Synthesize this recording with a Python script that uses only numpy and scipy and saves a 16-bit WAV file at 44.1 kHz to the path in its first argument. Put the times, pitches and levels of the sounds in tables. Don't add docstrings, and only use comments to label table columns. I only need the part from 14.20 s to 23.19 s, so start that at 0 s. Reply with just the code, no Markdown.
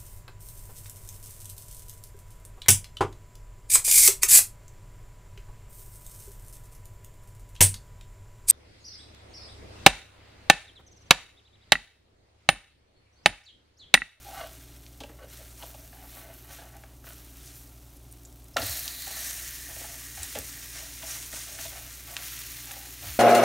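import sys
import numpy as np
from scipy import signal
from scipy.fft import rfft, irfft
from scipy.io import wavfile

SR = 44100
rng = np.random.default_rng(int(sys.argv[2]) if len(sys.argv) > 2 else 0)


def generate_wav(sig):
    pcm = np.round(np.clip(np.atleast_2d(sig).T, -1, 1) * 32767).astype(np.int16)
    wavfile.write(sys.argv[1], SR, pcm)


N = 396459
TIME = np.arange(N) / SR

# (low edge [Hz], high edge [Hz])
BUBBLE_BANDS = [(1150, 4800), (4800, 10400), (10400, 17000)]


def sizzle():
    # (frequency [Hz], relative spectral density [dB])
    dry_colour = [(900, -4.5), (1350, 1.5), (1800, -1), (2300, -0.5), (4200, 1), (4950, -1), (5900, 2),
                  (7650, -1), (8700, 2), (12500, 2), (15800, -1)]
    wet_colour = [(1000, -6), (1450, -5.5), (1850, -2), (2300, -2.5), (3400, -3.5), (4100, -2),
                  (4950, -2.5), (5550, 0.8), (6900, 2.5), (7650, -1.5), (9000, 2), (12000, -0.5),
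                  (15800, -2.5)]
    # (coarse [dB], medium [dB], fine [dB])
    dry_simmer_db = (-67, -63.5, -63)
    wet_simmer_db = (-51, -49.5, -48)
    landing_s, crossfade_s = 4.3675, 0.004
    landed = np.clip((TIME - landing_s) / crossfade_s, 0, 1)
    flares = flare_power()
    dry_side = frying(dry_simmer_db, flares, dry_colour, per_s=3800, spread_db=3.0, clump_db=0.7, snap_db=-5.0)
    wet_side = frying(wet_simmer_db, flares, wet_colour, per_s=7500, spread_db=3.0, clump_db=0.84, snap_db=-5.5)
    return (1 - landed) * from_db(0.37) * dry_side + landed * (from_db(0.3) * wet_side + trapped_steam())


def frying(simmer_db, flares, spectrum, per_s, spread_db, clump_db, snap_db):
    # (coarse [dB], medium [dB], fine [dB])
    snap_tilt_db = (-3, 1.5, 4.5)
    shared_clumps = drift(24)
    snaps = grains(per_s / 10, spread_db)
    out = 0
    for (low, high), steady_db, flare, tilt_db in zip(BUBBLE_BANDS, simmer_db, flares, snap_tilt_db):
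        clumping = from_db(clump_db * (shared_clumps + 0.71 * drift(23)))
        bursts = (grains(per_s, spread_db) + from_db(snap_db + tilt_db) * snaps) * clumping
        heard = colour(with_puffs(bursts, puff_db=-7.5, t60=.025), spectrum)
        level = np.sqrt(from_db(steady_db) ** 2 + flare)
        out = out + level * rms_one(band(heard, low, high))
    return out


def flare_power():
    # (start [s], rise [s], amplitude decay to 1/e [s], coarse [dB], medium [dB], fine [dB])
    flare_rows = [(-.16, 0.3, 0.35, -53, -52, -51.5), (1.06, 0.072, 0.24, -54.5, -52, -52),
                  (1.365, 0.021, 0.43, -57.5, -53.5, -50.5), (1.72, 0.26, 0.088, -55.5, -54.5, -48.5),
                  (2.095, 0.055, 0.17, -59.5, -63, -53), (2.266, 0.067, 0.086, -51, -49, -49),
                  (2.826, 0.031, 0.46, -57, -55, -51.5), (3.13, 0.15, 0.092, -56.5, -51, -55),
                  (3.31, 0.058, 0.088, -69, -57, -52), (4.368, 0.098, 0.36, -42, -37.5, -35),
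                  (4.83, 0.15, 0.41, -44, -38.5, -38), (5.471, 0.086, 1, -52.5, -46, -48.5),
                  (5.86, 0.16, 0.81, -51, -45, -48), (6.525, 0.034, 0.13, -44.5, -45.5, -58),
                  (6.785, 0.12, 0.25, -44.5, -40, -42), (7.113, 0.024, 0.23, -45.5, -41, -48),
                  (7.36, 0.055, 0.1, -44, -41.5, -41), (7.95, 0.11, 0.54, -44.5, -46, -42.5),
                  (8.77, 0.099, 0.15, -43.5, -47, -43)]
    power = np.zeros((len(BUBBLE_BANDS), N))
    for s, rise_s, decay_s, coarse_db, medium_db, fine_db in flare_rows:
        rise = np.clip((TIME - s) / rise_s, 0, 1)
        decay = np.exp(-np.maximum(TIME - s - rise_s, 0) / decay_s)
        power += np.outer(from_db([coarse_db, medium_db, fine_db]) ** 2, (rise * decay) ** 2)
    return power


def with_puffs(clicks, puff_db, t60):
    r = from_db(-120 / (t60 * SR))
    puff_power = signal.lfilter([1 - r], [1, -r], clicks ** 2 + 1e-18)
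    return clicks + from_db(puff_db) * np.sqrt(puff_power) * rng.standard_normal(len(clicks))


def trapped_steam():
    # (frequency [Hz], width [Hz])
    pocket_modes = [(1820, 260), (4170, 700)]
    # (time [s], large pockets [dB], small pockets [dB])
    pocket_levels = [(4.37, -59, -64), (4.42, -50, -42), (4.7, -59, -48.5), (5.0, -48, -46),
                     (5.15, -54.5, -64), (6.7, -61, -74)]
    levels_db = in_time(pocket_levels, right=-120)
    out = 0
    for (hz, width), db in zip(pocket_modes, levels_db):
        ringing = resonance(resonance(grains(3000, 2.6), hz, width), hz, width * 2)
        out = out + from_db(db) * rms_one(ringing)
    return out


def squeezes():
    # (centre time [s], level [dB], Gaussian half length [s], frequency [Hz])
    squeeze_rows = [(5.052, -48, .06, 6230), (6.595, -49, 0.044, 5850), (6.915, -45, 0.051, 5940),
                    (7.433, -54, 0.038, 6440)]
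    jet = rng.standard_normal(N)
    return sum(swell(s, db, half_s) * rms_one(band(jet, hz * 0.906, hz / 0.95))
               for s, db, half_s, hz in squeeze_rows)


def pops(size=2048):
    # (time [s], peak level [dB],
    # frequency [Hz])
    pop_rows = [(0.665, -34.5, 3900), (1.4645, -28, 13500), (1.549, -35, 9350), (1.9513, -28, 13000),
                (1.982, -34, 13500), (2.14, -32, 12500), (2.5677, -30.5, 11000), (3.7707, -39, 12400),
                (3.926, -27, 11500), (4.127, -36, 8490), (4.243, -35, 13500), (4.4675, -17, 12500),
                (4.528, -20, 6500), (4.6795, -14.5, 4800), (4.8215, -21, 8000), (4.8792, -20, 13500),
                (4.993, -19, 10500), (5.1315, -24, 6900), (5.6109, -25, 12500), (6.188, -12, 11600),
                (6.3562, -25, 11700), (6.447, -27, 7650), (7.967, -14.5, 3080), (7.9672, -20, 6500),
                (8.1915, -20, 10500), (8.4571, -22, 11700), (8.517, -20, 9970)]
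    # (time [s], peak level [dB], frequency [Hz], t60 [s])
    spit_rows = [(3.767, -44, 10500, .04), (3.912, -43, 8690, 0.021), (3.92, -42, 9400, 0.05),
                 (4.0505, -39.5, 7050, 0.046), (4.342, -43, 5300, .04), (4.419, -26, 4590, 0.03),
                 (6.031, -21.5, 7640, 0.013)]
    out = np.zeros(N)
    for s, db, hz in pop_rows:
        snap = with_puffs(signal.unit_impulse(size), puff_db=-5, t60=.028)
        add(out, s, from_db(db) * peak_one(band(snap, hz * .56, min(hz * 1.35, 15000))))
    for s, db, hz, t60 in spit_rows:
        add(out, s, from_db(db) * peak_one(resonance(burst(t60), hz, hz * 0.097)))
    return out


def smack():
    # (time [s], peak before the final band-pass [dB], force t60 [s])
    flop_rows = [(4.3668, -14.5, 0.039), (4.38, -23.5, 0.047)]
    # (frequency [Hz], width [Hz], gain [dB])
    smack_modes = [(680, 97, -5), (1150, 130, -7), (1280, 240, 1), (1780, 270, -9)]
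    out = np.zeros(N)
    for s, peak_db, t60 in flop_rows:
        force = burst(t60)
        slap = sum(from_db(db) * resonance(force, hz, width) for hz, width, db in smack_modes)
        add(out, s, from_db(peak_db) * peak_one(slap))
    return band(out, 520, 2900)


def strokes():
    # (start [s], length [s], level [dB], swell over the stroke [dB], blade [Hz], griddle ring [dB])
    stroke_rows = [(.835, 0.1, -58, 1, 570, -5), (0.985, 0.033, -53.5, -10, 640, -3),
                   (1.062, 0.027, -62, 0, 560, -14), (1.165, 0.053, -59, 5, 594, -22),
                   (1.492, 0.018, -56, 0, 635, -8), (1.572, 0.099, -61.5, -9, 640, -6),
                   (1.735, 0.11, -54.5, 3, 750, -12), (1.913, 0.11, -56.5, 7, 664, -1),
                   (2.029, 0.086, -56, 7, 673, -6.5), (2.23, 0.088, -56, 10, 690, 2),
                   (2.414, 0.089, -57, -5, 734, 2), (2.52, 0.042, -56, 9, 800, -3),
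                   (2.647, 0.1, -64, -5, 760, 0), (2.84, 0.083, -62, 0, 720, 9),
                   (4.39, 0.1, -48.5, 5, 680, -2), (4.518, 0.069, -53, -7, 695, -9),
                   (4.638, .16, -60.5, -10, 716, 1), (4.858, 0.12, -51.5, 4, 735, 8),
                   (4.996, 0.27, -61, -9, 664, -17), (5.481, 0.03, -50.5, -1, 680, -5),
                   (5.565, 0.19, -55, 2, 682, -6), (5.966, 0.075, -53, -6, 765, 1),
                   (6.548, 0.12, -55.5, -4, 665, -15), (6.802, 0.2, -56.5, -6, 650, 6),
                   (7.126, 0.048, -49, -7, 656, 11), (7.267, 0.22, -57.5, -5, 654, -1),
                   (7.512, 0.19, -56, -14, 694, -1), (7.868, 0.17, -53, -4, 706, 1),
                   (8.446, 0.24, -57, -4, 790, -5), (8.822, .11, -52.5, -18, 690, -4)]
    release_t60_s = 0.18
    grip = catches(per_s=48, sag_db=8)
    drag = grains(1200, 1.6) * grip
    griddle = band(pan_body(grains(1100, 4.2) * grip), 540, 3000)
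    grit = from_db(-21.0) * band(drag, 1120, 2460)
    out = np.zeros(N)
    for s, length_s, db, swell_db, hz, griddle_db in stroke_rows:
        span, gate, effort = stroke_shape(s, length_s, swell_db, release_t60_s)
        blade = blade_body(drag[span], hz, width_hz=65)
        ring = from_db(griddle_db) * griddle[span] + blade + grit[span]
        add(out, s, from_db(db) * gate * effort * rms_one(band(ring, 340, 3100)))
    return out


def catches(per_s, sag_db):
    phase = np.cumsum(per_s * np.exp(.5 * drift(per_s))) / SR
    return from_db(-sag_db * (phase % 1))


def swipes():
    # (start [s], length [s], squeal level [dB], swell [dB], free blade [Hz],
    #  bite time [s], rasp level [dB], blade after the bite [Hz])
    swipe_rows = [(.045, 0.215, -45, 7.5, 781, .212, -39, 658),
                  (0.996, 0.054, -49, 4, 555, 1.025, -52.5, 528),
                  (1.385, 0.043, -57, 13, 978, 1.428, -51, 630)]
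    bite_s = 0.012
    rasp_fall_db_per_s = 190
    release_t60_s = 0.12
    jitter, grip = 0.057 * drift(120), from_db(1.8 * drift(80))
    crumbs = grains(1800, 1.6) * from_db(2.0 * drift(70))
    out = np.zeros(N)
    for s, length_s, db, swell_db, free_hz, bite_time_s, rasp_db, loaded_hz in swipe_rows:
        span, gate, effort = stroke_shape(s, length_s, swell_db, release_t60_s)
        since_bite = TIME[span] - bite_time_s
        hz = free_hz + (loaded_hz - free_hz) * (1 + np.tanh(since_bite / bite_s)) / 2
        cycles = np.floor(np.cumsum(hz * (1 + jitter[span])) / SR)
        slips = rms_one(np.diff(cycles, prepend=0)) * grip[span]
        ring = rms_one(band(blade_body(0.34 * slips + crumbs[span], hz, width_hz=63), 490, 880))
        grit = from_db(-14.5) * band(crumbs[span], 770, 1680)
        rasp = rms_one(band(pan_body(crumbs[span]) + grit, 700, 3950))
        rasp_level = from_db(rasp_db - rasp_fall_db_per_s * np.abs(since_bite))
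        add(out, s, gate * (from_db(db) * effort * ring + rasp_level * rasp))
    return out


def stroke_shape(s, length_s, swell_db, release_t60_s):
    attack_s = 0.013
    span = slice(round(s * SR), min(round((s + length_s + release_t60_s) * SR), N))
    t = TIME[span] - s
    release = 1000 ** (-np.maximum(t - length_s, 0) / release_t60_s)
    gate = np.clip(t / attack_s, 0, 1) * release
    return span, gate, from_db(swell_db * (np.minimum(t / length_s, 1) - .5))


def knocks():
    # (time [s], peak level [dB], crack [dB], thud [dB], contact t60 [s], blade [Hz], crack [Hz])
    knock_rows = [(.804, -32.5, 5, -3, 0.079, 650, 3400), (.8355, -33, 3.5, -6.5, 0.032, 600, 2700),
                  (0.893, -40, -2, 2, .05, 580, 1500), (1.425, -35, 11, -18, 0.024, 700, 3400),
                  (1.4305, -34, -4, -17, .045, 653, 3100), (1.543, -39.5, -6, -15, 0.057, 650, 2400),
                  (1.728, -44, 2, -20, 0.034, 740, 1800), (2.384, -41, 1, -21, 0.066, 715, 1600),
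                  (2.415, -41, -4, -21, 0.09, 730, 1300), (2.637, -38.5, 4, -22, .018, 790, 1620),
                  (2.8425, -42.5, 6, -20, .018, 730, 1500), (2.869, -38.5, 12, -28, 0.061, 715, 1590),
                  (2.905, -39.5, 5, -27, .025, 720, 1400), (4.3615, -21.5, -20, -21, 0.022, 710, 1500),
                  (4.3674, -15, 13, -10.5, .03, 640, 3800), (4.381, -23.5, 1, -8, 0.081, 670, 3000),
                  (4.394, -34, -10, -10, 0.084, 635, 1800), (4.418, -28.5, 3, -2, .08, 704, 1790),
                  (4.868, -36, 3, -15, .03, 750, 2500), (4.905, -39, -0.5, -10, 0.032, 770, 1800),
                  (5.564, -36, 4, -17, 0.015, 680, 2000), (5.612, -37, 4, -9, 0.011, 670, 1800),
                  (5.643, -37, 3, -18, .014, 820, 1800), (6.1508, -29, 6, -18, .025, 720, 3400),
                  (6.1545, -25.5, -1.5, -12, 0.022, 620, 2730), (6.163, -30.5, 2, -1, 0.094, 655, 1900),
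                  (6.826, -35.5, 3, -19, 0.068, 667, 2500), (7.131, -37, 4, -4, 0.026, 640, 2000),
                  (7.388, -31.5, 9, -7, .04, 654, 2000), (7.451, -38, -8, -22, .024, 660, 2000),
                  (8.51, -33, 8, -24, 0.036, 800, 2500), (8.564, -41, -5, -21, 0.026, 760, 2500)]
    # (frequency [Hz], relative spectral density [dB])
    crack_colour = [(500, -6), (1000, -1.5), (1700, 3), (2200, -6), (2800, 1), (4500, -5.5), (6500, -3.5),
                    (15000, -3.5)]
    press_in_s = 0.0015
    out = np.zeros(N)
    for s, db, crack_db, thud_db, t60, hz, crack_hz in knock_rows:
        force = burst(t60)
        load = force * (1 - np.exp(-TIME[:len(force)] / press_in_s)) ** 2
        ring = band(pan_body(load) + blade_body(load, hz, width_hz=58), 420, 1050)
        crack = resonance(colour(force, crack_colour), crack_hz, crack_hz * 0.58)
        thud = band(resonance(load, 288, 40) + resonance(load, 427, 41), 190, 640)
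        contact = peak_one(ring) + from_db(crack_db) * peak_one(crack) + from_db(thud_db) * peak_one(thud)
        add(out, s, from_db(db) * peak_one(contact))
    return out


def pan_body(force):
    # (frequency [Hz], width [Hz], gain [dB])
    pan_modes = [(430, 40, -15), (563, 28, -5), (665, 45, -3), (790, 80, -5), (905, 70, -15),
                 (1140, 45, -6), (1320, 45, -7), (1500, 70, -7), (1840, 90, -8), (2080, 60, -13),
                 (2470, 110, -14), (2870, 130, -7), (3800, 130, -14), (4200, 400, -21)]
    return sum(from_db(db) * resonance(force, hz, width) for hz, width, db in pan_modes)


def blade_body(force, hz, width_hz):
    turn = np.exp(2j * np.pi * np.cumsum(hz * np.ones(len(force))) / SR)
    r = np.exp(-np.pi * width_hz / SR)
    return 2 * np.real(turn * signal.lfilter([1 - r], [1, -r], force / turn + 1e-18))


def rocking():
    # (centre time [s], level [dB], Gaussian half length [s])
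    rocking_rows = [(0.903, -59, 0.085), (4.43, -41, 0.051), (4.53, -53, 0.036), (5.56, -52, 0.051),
                    (6.013, -50, 0.035), (6.192, -48, 0.039), (7.423, -55.5, 0.075), (8.882, -44, 0.047)]
    return sum(swell(*row) for row in rocking_rows) * rms_one(band(rng.standard_normal(N), 61, 101))


def appliance():
    # (frequency [Hz], mid rms level [dB])
    hum_partials = [(59.4, -52.5), (118.6, -59), (140, -70.5), (296, -68)]
    # (frequency [Hz], relative spectral density [dB])
    air_colour = [(24, -38), (38, 8.5), (55, 0.5), (85, 0.5), (125, 1.5), (165, -4.5), (215, -9), (280, 3),
                  (325, -8), (370, -2), (470, -14), (650, -8.5), (1000, -16.5), (1350, -20), (1800, -33.5),
                  (8000, -26)]
    hum = 0
    for hz, db in hum_partials:
        level = from_db(db + 0.69 * drift(2.3)) * np.sqrt(2)
        hum = hum + level * np.sin(2 * np.pi * hz * TIME + 0.19 * drift(1.0))
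    return hum + from_db(-56) * rms_one(colour(rng.standard_normal(N), air_colour))


def kitchen(x, room_db, room_t60):
    tail = band(burst(room_t60), 210, 9500)
    delay = np.zeros(SR // 400)
    return x + from_db(room_db) * signal.fftconvolve(x, np.r_[delay, tail / np.linalg.norm(tail)])[:N]


def from_db(db):
    return 10 ** (np.asarray(db) / 20)


def rms_one(x):
    return x / np.sqrt(np.mean(x ** 2) + 1e-20)


def peak_one(x):
    return x / np.abs(x).max()


def in_time(rows, **ends):
    s, *columns = np.transpose(rows)
    return [np.interp(TIME, s, column, **ends) for column in columns]


def add(out, s, sound):
    start = round(s * SR)
    out[start:start + len(sound)] += sound[:N - start]


def band(x, low_hz, high_hz):
    sos = signal.butter(2, [low_hz, min(high_hz, .45 * SR)], "band", fs=SR, output="sos")
    return signal.sosfilt(sos, x + 1e-18)


def resonance(x, hz, width_hz):
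    r = np.exp(-np.pi * width_hz / SR)
    zeros = np.array([1, 0, -1]) * (1 - r * r) / 2
    poles = [1, -2 * r * np.cos(2 * np.pi * hz / SR), r * r]
    return signal.lfilter(zeros, poles, x + 1e-18)


def colour(x, spectrum, size=8192):
    hz, db = np.transpose(spectrum)
    bins_hz = np.arange(size // 2 + 1) * SR / size
    gain = from_db(np.interp(np.log(bins_hz + 1), np.log(hz), db))
    cepstrum = irfft(np.log(gain))[:size // 2]
    cepstrum[1:] *= 2
    return signal.fftconvolve(x, irfft(np.exp(rfft(cepstrum, size))))[:len(x)]


def drift(per_s):
    hz = np.arange(N // 2 + 1) * SR / N
    return rms_one(irfft(rfft(rng.standard_normal(N)) / (1 + (hz / per_s) ** 2), N))


def grains(per_s, spread_db):
    sizes = from_db(spread_db * np.minimum(rng.exponential(1, N), 5.5)) * rng.choice([-1, 1], N)
    return rms_one(sizes * (rng.random(N) < per_s / SR))


def burst(t60, size=12000):
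    return rng.standard_normal(size) * from_db(-60 * TIME[:size] / t60)


def swell(s, db, half_s):
    return from_db(db) * np.exp(-.5 * ((TIME - s) / half_s) ** 2)


def scene():
    oil = kitchen(sizzle() + squeezes() + pops(), room_db=-14.5, room_t60=0.12)
    handling = kitchen(strokes() + swipes() + knocks() + smack(), room_db=-13.5, room_t60=0.29)
    return np.tile(oil + handling + rocking() + appliance(), (2, 1))


def record(dry):
    # (frequency [Hz], width [Hz], share removed at the centre [ratio])
    mic_dip = (10380, 490, 0.51)
    cutoff_hz = 15740
    hz, width_hz, share = mic_dip
    heard = dry - share * resonance(dry, hz, width_hz)
    return signal.sosfilt(signal.ellip(12, .1, 80, cutoff_hz, fs=SR, output="sos"), heard)


dry = scene()
out = record(dry)
generate_wav(out)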